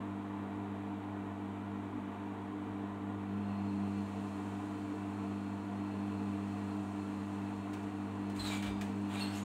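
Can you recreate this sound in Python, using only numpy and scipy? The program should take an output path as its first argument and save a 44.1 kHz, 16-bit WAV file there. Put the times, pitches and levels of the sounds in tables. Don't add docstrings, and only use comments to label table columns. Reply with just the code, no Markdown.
import sys
import numpy as np
from scipy import signal
from scipy.fft import rfft, irfft, next_fast_len
from scipy.io import wavfile
from scipy.ndimage import uniform_filter1d, map_coordinates

SR = 44100
rng = np.random.default_rng(int(sys.argv[2]) if len(sys.argv) > 2 else 0)


def transcribe(u):
    v = np.clip(np.atleast_2d(u).T, -1, 1)
    q = np.round(v * 32767).astype(np.int16)
    wavfile.write(sys.argv[1], SR, q)


N = 416304
TIME = np.arange(N) / SR
MAINS_HZ = 50
DRUM_START_S, SPIN_UP_S, LIFT_S, SETTLE_S = 3, 0.62, 1.33, 2.6


# mains order, level at usual load/dB, dB per dB of load, lift once settled/dB, waver/dB
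HUM_PARTIALS = [(2, -48, 0.6, 0.1, 0.7), (4, -42.5, 1, -0.1, .8), (6, -46.5, 0, 1.7, 1.8)]

def motor_hum(mains_phase):
    load_db, settled = motor_load(), drum_ramp(SETTLE_S)
    out = np.zeros(N)
    for order, db, load_share, settled_db, waver_db in HUM_PARTIALS:
        rms = amp(db + load_share * load_db + settled_db * settled + waver_db * wobble(14))
        out -= np.sqrt(2) * rms * np.cos(order * mains_phase + 0.33 * wobble(14))
    return out


# t/s, level/dB
LOAD_ENVELOPE = [(0.0, -43), (1.7, -43.5), (2.1, -45.5), (3.05, -42), (3.22, -39), (3.45, -35.5),
                 (3.95, -36.5), (4.15, -39.5), (4.8, -43.5), (5.4, -39.0), (5.65, -41.5), (6.1, -37),
                 (6.65, -38), (6.85, -41), (7.55, -40.5), (7.9, -43), (8.4, -38.5), (9.44, -38)]

def motor_load(usual_db=-40):
    return np.interp(TIME, *np.transpose(LOAD_ENVELOPE)) - usual_db


# mains order (played rounded), level/dB, flutter/dB
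PUMP_PARTIALS = [(3.006, -69.5, 3), (4.996, -56, 4.5), (6.99, -64, 2), (8.99, -59, 3), (10.02, -72.5, 2),
                 (12.99, -68, 4), (15.94, -71, 3), (18.97, -64, -1), (19.98, -66.5, 3.5), (23, -70, 1.5),
                 (27, -71.5, -5.5), (28.98, -74, -0.5), (35.06, -77, 0), (38.9, -80, 1), (45, -81.5, 0)]

def pump_buzz(mains_phase):
    out = np.zeros(N)
    for order, db, flutter_db in PUMP_PARTIALS:
        flutter = amp(flutter_db * wobble(22))
        tone = np.cos(round(order) * mains_phase + rng.uniform(0, 2 * np.pi))
        out += amp(db) * unit(flutter * tone)
    return out


# f/Hz, gain/dB
CHURN_EQ = [(42, -21), (50, -7), (70, -12), (150, -14), (250, 2), (380, -1.5), (490, -5), (640, -4),
            (720, 0.5), (1020, -1), (1300, -8), (1600, -10.5), (2500, -16.5), (3900, -24), (5200, -45)]
# f/Hz, width/Hz, gain/dB
PANEL_MODES = [(105, 25, 18), (200, 31, 16), (262.5, 9.4, 8.5), (288, 15, 11.5), (397.3, 19, 12.5),
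               (424, 12, -4), (438, 9.9, 6), (685, 19, 4.5), (715, 18, 6), (747, 12, 2), (793, 14, 2),
               (880, 16, 7.5), (968, 50, 2.5), (1059, 34, 4), (1420, 66, 3.5), (1890, 80, 3.5),
               (2340, 100, 3)]

def water_churn(mains_phase, level_db):
    def cabinet(hz):
        panels_db = sum(db / (1 + (2 * (hz - centre) / width) ** 2) for centre, width, db in PANEL_MODES)
        crowd_db = 2.5 * ripple(hz, spacing_hz=13) * np.clip(hz / 900, 0, 1)
        return amp(along(CHURN_EQ, hz) + panels_db + crowd_db)

    chop = 1 + 0.057 * np.cos(3 * mains_phase) + 0.027 * np.cos(2 * mains_phase)
    body = filtered(grains(rate=4000, share=0.24) * chop, cabinet)
    return amp(level_db - 0.28 * wobble(7)) * unit(body)


# t/s, rise/s, fall/s, relative rub level/dB, relative hiss level/dB
CLOTH_STROKES = [(8.338, .19, .087, -46.5, -51), (8.611, 0.033, 0.079, -48, -59.5),
                 (9.07, 0.11, 0.16, -48, -56), (9.3, 0.059, 0.075, -52.5, -54)]
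# f/Hz, gain/dB
RUB_EQ = [(300, -16), (700, -1.5), (1300, -1.5), (1700, -4.5), (2600, -4), (3800, -5), (5000, -25),
          (8000, -35)]
# f/Hz, gain/dB
HISS_EQ = [(2000, -25), (4500, -1), (5700, -2), (7000, 4), (8800, 5), (10300, -7), (12500, -9), (14500, -9),
           (15800, -11)]

def cloth_swishes(rub_gain_db, hiss_gain_db):
    out = np.zeros(N)
    rub = coloured(patchy(grains(rate=1100, share=0.38), depth_db=1), RUB_EQ)
    hiss = coloured(patchy(grains(rate=700, share=0.5), depth_db=3.5), HISS_EQ)
    for start, rise, fall, rub_db, hiss_db in CLOTH_STROKES:
        speed = np.interp(TIME, [start, start + rise, start + rise + fall], [0, 1, 0])
        out += amp(rub_db + rub_gain_db) * speed ** 0.76 * rub
        out += amp(hiss_db + hiss_gain_db) * speed ** 0.77 * hiss
    return out * amp(0.8 * wobble(90))


# t/s, length/s, starting f/Hz, level/dB, pitch scatter/fraction
SQUEAK_CUES = [(8.385, 0.031, 4100, -48.5, 0.04), (8.433, .055, 4090, -47, 0.056),
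               (9.158, 0.041, 3830, -52, .06), (9.203, 0.031, 4320, -43.5, 0.019),
               (9.295, .02, 4450, -60, 0.056)]

def cloth_squeaks(attack_s, release_s, sag_hz_per_s):
    out, t = np.zeros(N), np.arange(SR // 5) / SR
    for start, length, hz, db, scatter in SQUEAK_CUES:
        note = np.zeros(len(t))
        for fold in range(2):
            speed = 1 + scatter * wobble(2496, len(t)) + 0.012 * wobble(58, len(t))
            phase = 2 * np.pi * np.cumsum((hz - sag_hz_per_s * t) * speed) / SR
            partials = np.sin(phase) + amp(-14) * np.sin(2 * phase) + amp(-22) * np.sin(3 * phase)
            note += partials * amp(2.3 * wobble(222, len(t)))
        grip = np.clip(t / attack_s, 0, 1) * np.clip(1 - (t - length) / release_s, 0, 1)
        add(out, start, amp(db) * grip * unit(note))
    return out


# t/s, f/Hz, relative level/dB, t60/s
RING_CUES = [(8.506, 2330, -43.5, 0.34), (8.549, 2348, -50, 0.3), (8.63, 2335, -50, 0.38),
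             (8.65, 3610, -60, 0.62), (8.66, 4870, -67, .7), (9.15, 2400, -47, .2), (9.201, 2728, -41, 0.2),
             (9.341, 2780, -56, .3), (9.37, 6840, -56, .2)]

def rings(gain_db, rise_s):
    out, t = np.zeros(N), np.arange(SR // 2) / SR
    phase_drift = 0.99 * wobble(120)
    for start, hz, db, t60 in RING_CUES:
        envelope = amp(db + gain_db - 60 * t / t60) * (1 - np.exp(-t / rise_s))
        waver = phase_drift[rng.integers(N - len(t)):][:len(t)]
        add(out, start, envelope * np.sin(2 * np.pi * hz * t + waver))
    return out


# t/s, relative level/dB
TICK_CUES = [(7.732, -44), (7.8276, -55), (8.2965, -48.5), (8.3607, -45.5), (8.3936, -51), (8.504, -50),
             (8.6235, -39), (8.6674, -45.5), (8.8104, -37)]

def ticks(gain_db, rise_s, t60_s):
    out, t = np.zeros(N), np.arange(SR // 10) / SR
    for start, db in TICK_CUES:
        envelope = amp(db + gain_db - 60 * t / t60_s) * (1 - np.exp(-t / rise_s))
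        add(out, start, envelope * rng.standard_normal(len(t)))
    click_eq = [(300, -6), (2200, 15.5), (5000, 3), (8000, 5), (11000, -8), (15000, -7)]  # f/Hz, gain/dB
    return filtered(out, lambda hz: amp(along(click_eq, hz)))


# t/s, f/Hz, relative level/dB
THUD_CUES = [(7.82, 58, -60), (8.18, 56, -60), (8.37, 58, -46), (8.65, 66, -43), (8.71, 54, -49)]

def thuds(gain_db, rise_s, t60_s):
    out, t = np.zeros(N), np.arange(SR // 2) / SR
    for start, hz, db in THUD_CUES:
        envelope = amp(db + gain_db - 60 * t / t60_s) * (1 - np.exp(-(t / rise_s) ** 2))
        add(out, start, envelope * np.sin(2 * np.pi * hz * t))
    return out


# f/Hz, gain/dB
SPRAY_EQ = [(800, -25), (2600, 4.5), (4000, 1), (5200, -5.5), (6900, 0.5), (7300, 1), (7700, -1.5),
            (8500, 0.5), (9600, -4.5), (10800, -12), (12300, -17), (14200, -13.5), (15800, -19)]

def water_spray(rest_db, turning_db, surge_db, surge_period_s):
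    since_lifted = TIME - DRUM_START_S - LIFT_S
    drain_db = surge_db * np.cos(2 * np.pi * since_lifted / surge_period_s)
    level_db = rest_db + drum_ramp(LIFT_S) * (turning_db - rest_db + drain_db)
    fizz = filtered(grains(rate=3000, share=0.17), lambda hz: amp(2 * ripple(hz, spacing_hz=55.1)))
    return amp(level_db + 0.26 * wobble(12)) * coloured(fizz, SPRAY_EQ)


# f/Hz, width/Hz, gain/dB
WHINE_MODES = [(2626, 52, 2), (2770, 47, -4), (4165, 41, -6), (4240, 12, 0.5)]

def motor_whine(level_db, load_share):
    def resonances(hz):
        return sum(amp(db) * 1j * hz * width / (centre ** 2 - hz ** 2 + 1j * hz * width)
                   for centre, width, db in WHINE_MODES)

    strength = drum_ramp(SPIN_UP_S) * amp(level_db + load_share * motor_load() + wobble(12))
    return strength * unit(filtered(rng.standard_normal(N), resonances))


# f/Hz, t60/s
ROOM_DECAY = [(200, 1), (2500, 0.46), (12000, 0.34)]

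def room(x):
    hz, t, noise = signal.stft(rng.standard_normal(SR // 2), SR, nperseg=256)
    decay = amp(-60 * t / along(ROOM_DECAY, hz)[:, None])
    tail = signal.istft(noise * decay, SR, nperseg=256)[1]
    response = np.pad(tail, (SR // 200, 0)) / np.linalg.norm(tail)
    return signal.fftconvolve(x, response)[:N]


def drum_ramp(seconds):
    return np.sin(np.pi / 2 * np.clip((TIME - DRUM_START_S) / seconds, 0, 1)) ** 2


def grains(rate, share):
    pops = (rng.random(N) < rate / SR) * rng.standard_normal(N)
    return np.sqrt(share) * unit(pops) + np.sqrt(1 - share) * rng.standard_normal(N)


def patchy(x, depth_db):
    spectra = signal.stft(x, nperseg=512)[2]
    patches = uniform_filter1d(rng.standard_normal(spectra.shape), size=4, axis=0)
    patches = uniform_filter1d(patches, size=5, axis=1)
    return unit(signal.istft(spectra * amp(depth_db * unit(patches)), nperseg=512)[1][:N])


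def ripple(hz, spacing_hz):
    return map_coordinates(rng.standard_normal(4096), [hz / spacing_hz], order=2, mode="mirror")


def wobble(rate, size=N):
    knots = rng.standard_normal(int(size * rate / SR) + 4)
    return map_coordinates(knots, [np.arange(size) * rate / SR], order=2)


def filtered(x, response):
    size = next_fast_len(N + 8192)
    return irfft(rfft(x, size) * response(np.fft.rfftfreq(size, 1 / SR)), size)[:N]


def coloured(x, eq):
    return unit(filtered(x, lambda hz: amp(along(eq, hz))))


def along(points, hz):
    knots_hz, values = np.transpose(points)
    return np.interp(np.log(hz + 1), np.log(knots_hz + 1), values)


def amp(db):
    return 10 ** (np.asarray(db) / 20)


def unit(x):
    return x / np.sqrt(np.mean(x ** 2) + 1e-20)


def add(track, start_s, sound):
    part = track[round(start_s * SR):][:len(sound)]
    part += sound[:len(part)]


def scene():
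    mains_phase = 2 * np.pi * np.cumsum(MAINS_HZ + 0.01972 * wobble(2.034)) / SR
    machine = motor_hum(mains_phase) + pump_buzz(mains_phase)
    machine += motor_whine(level_db=-67.5, load_share=0.52)
    machine += water_churn(mains_phase, level_db=-47)
    machine += water_spray(rest_db=-74, turning_db=-67.5, surge_db=1.5, surge_period_s=2.6)
    foley = cloth_swishes(rub_gain_db=0.1, hiss_gain_db=-1.5)
    foley += cloth_squeaks(attack_s=0.012, release_s=0.019, sag_hz_per_s=3450)
    foley += ticks(gain_db=-10, rise_s=0.0011, t60_s=0.1)
    foley += rings(gain_db=1, rise_s=0.004)
    bumps = thuds(gain_db=8, rise_s=0.031, t60_s=0.35)
    return (machine + foley + amp(-4.5) * room(foley) + bumps)[None]


def record(dry):
    fade_s, top_hz = 0.006, 15750
    fade = np.sin(np.pi / 2 * np.clip(np.minimum(TIME, TIME[::-1]) / fade_s, 0, 1)) ** 2
    return filtered(dry[0] * fade, lambda hz: hz < top_hz)[None]


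dry = scene()
out = record(dry)
transcribe(out)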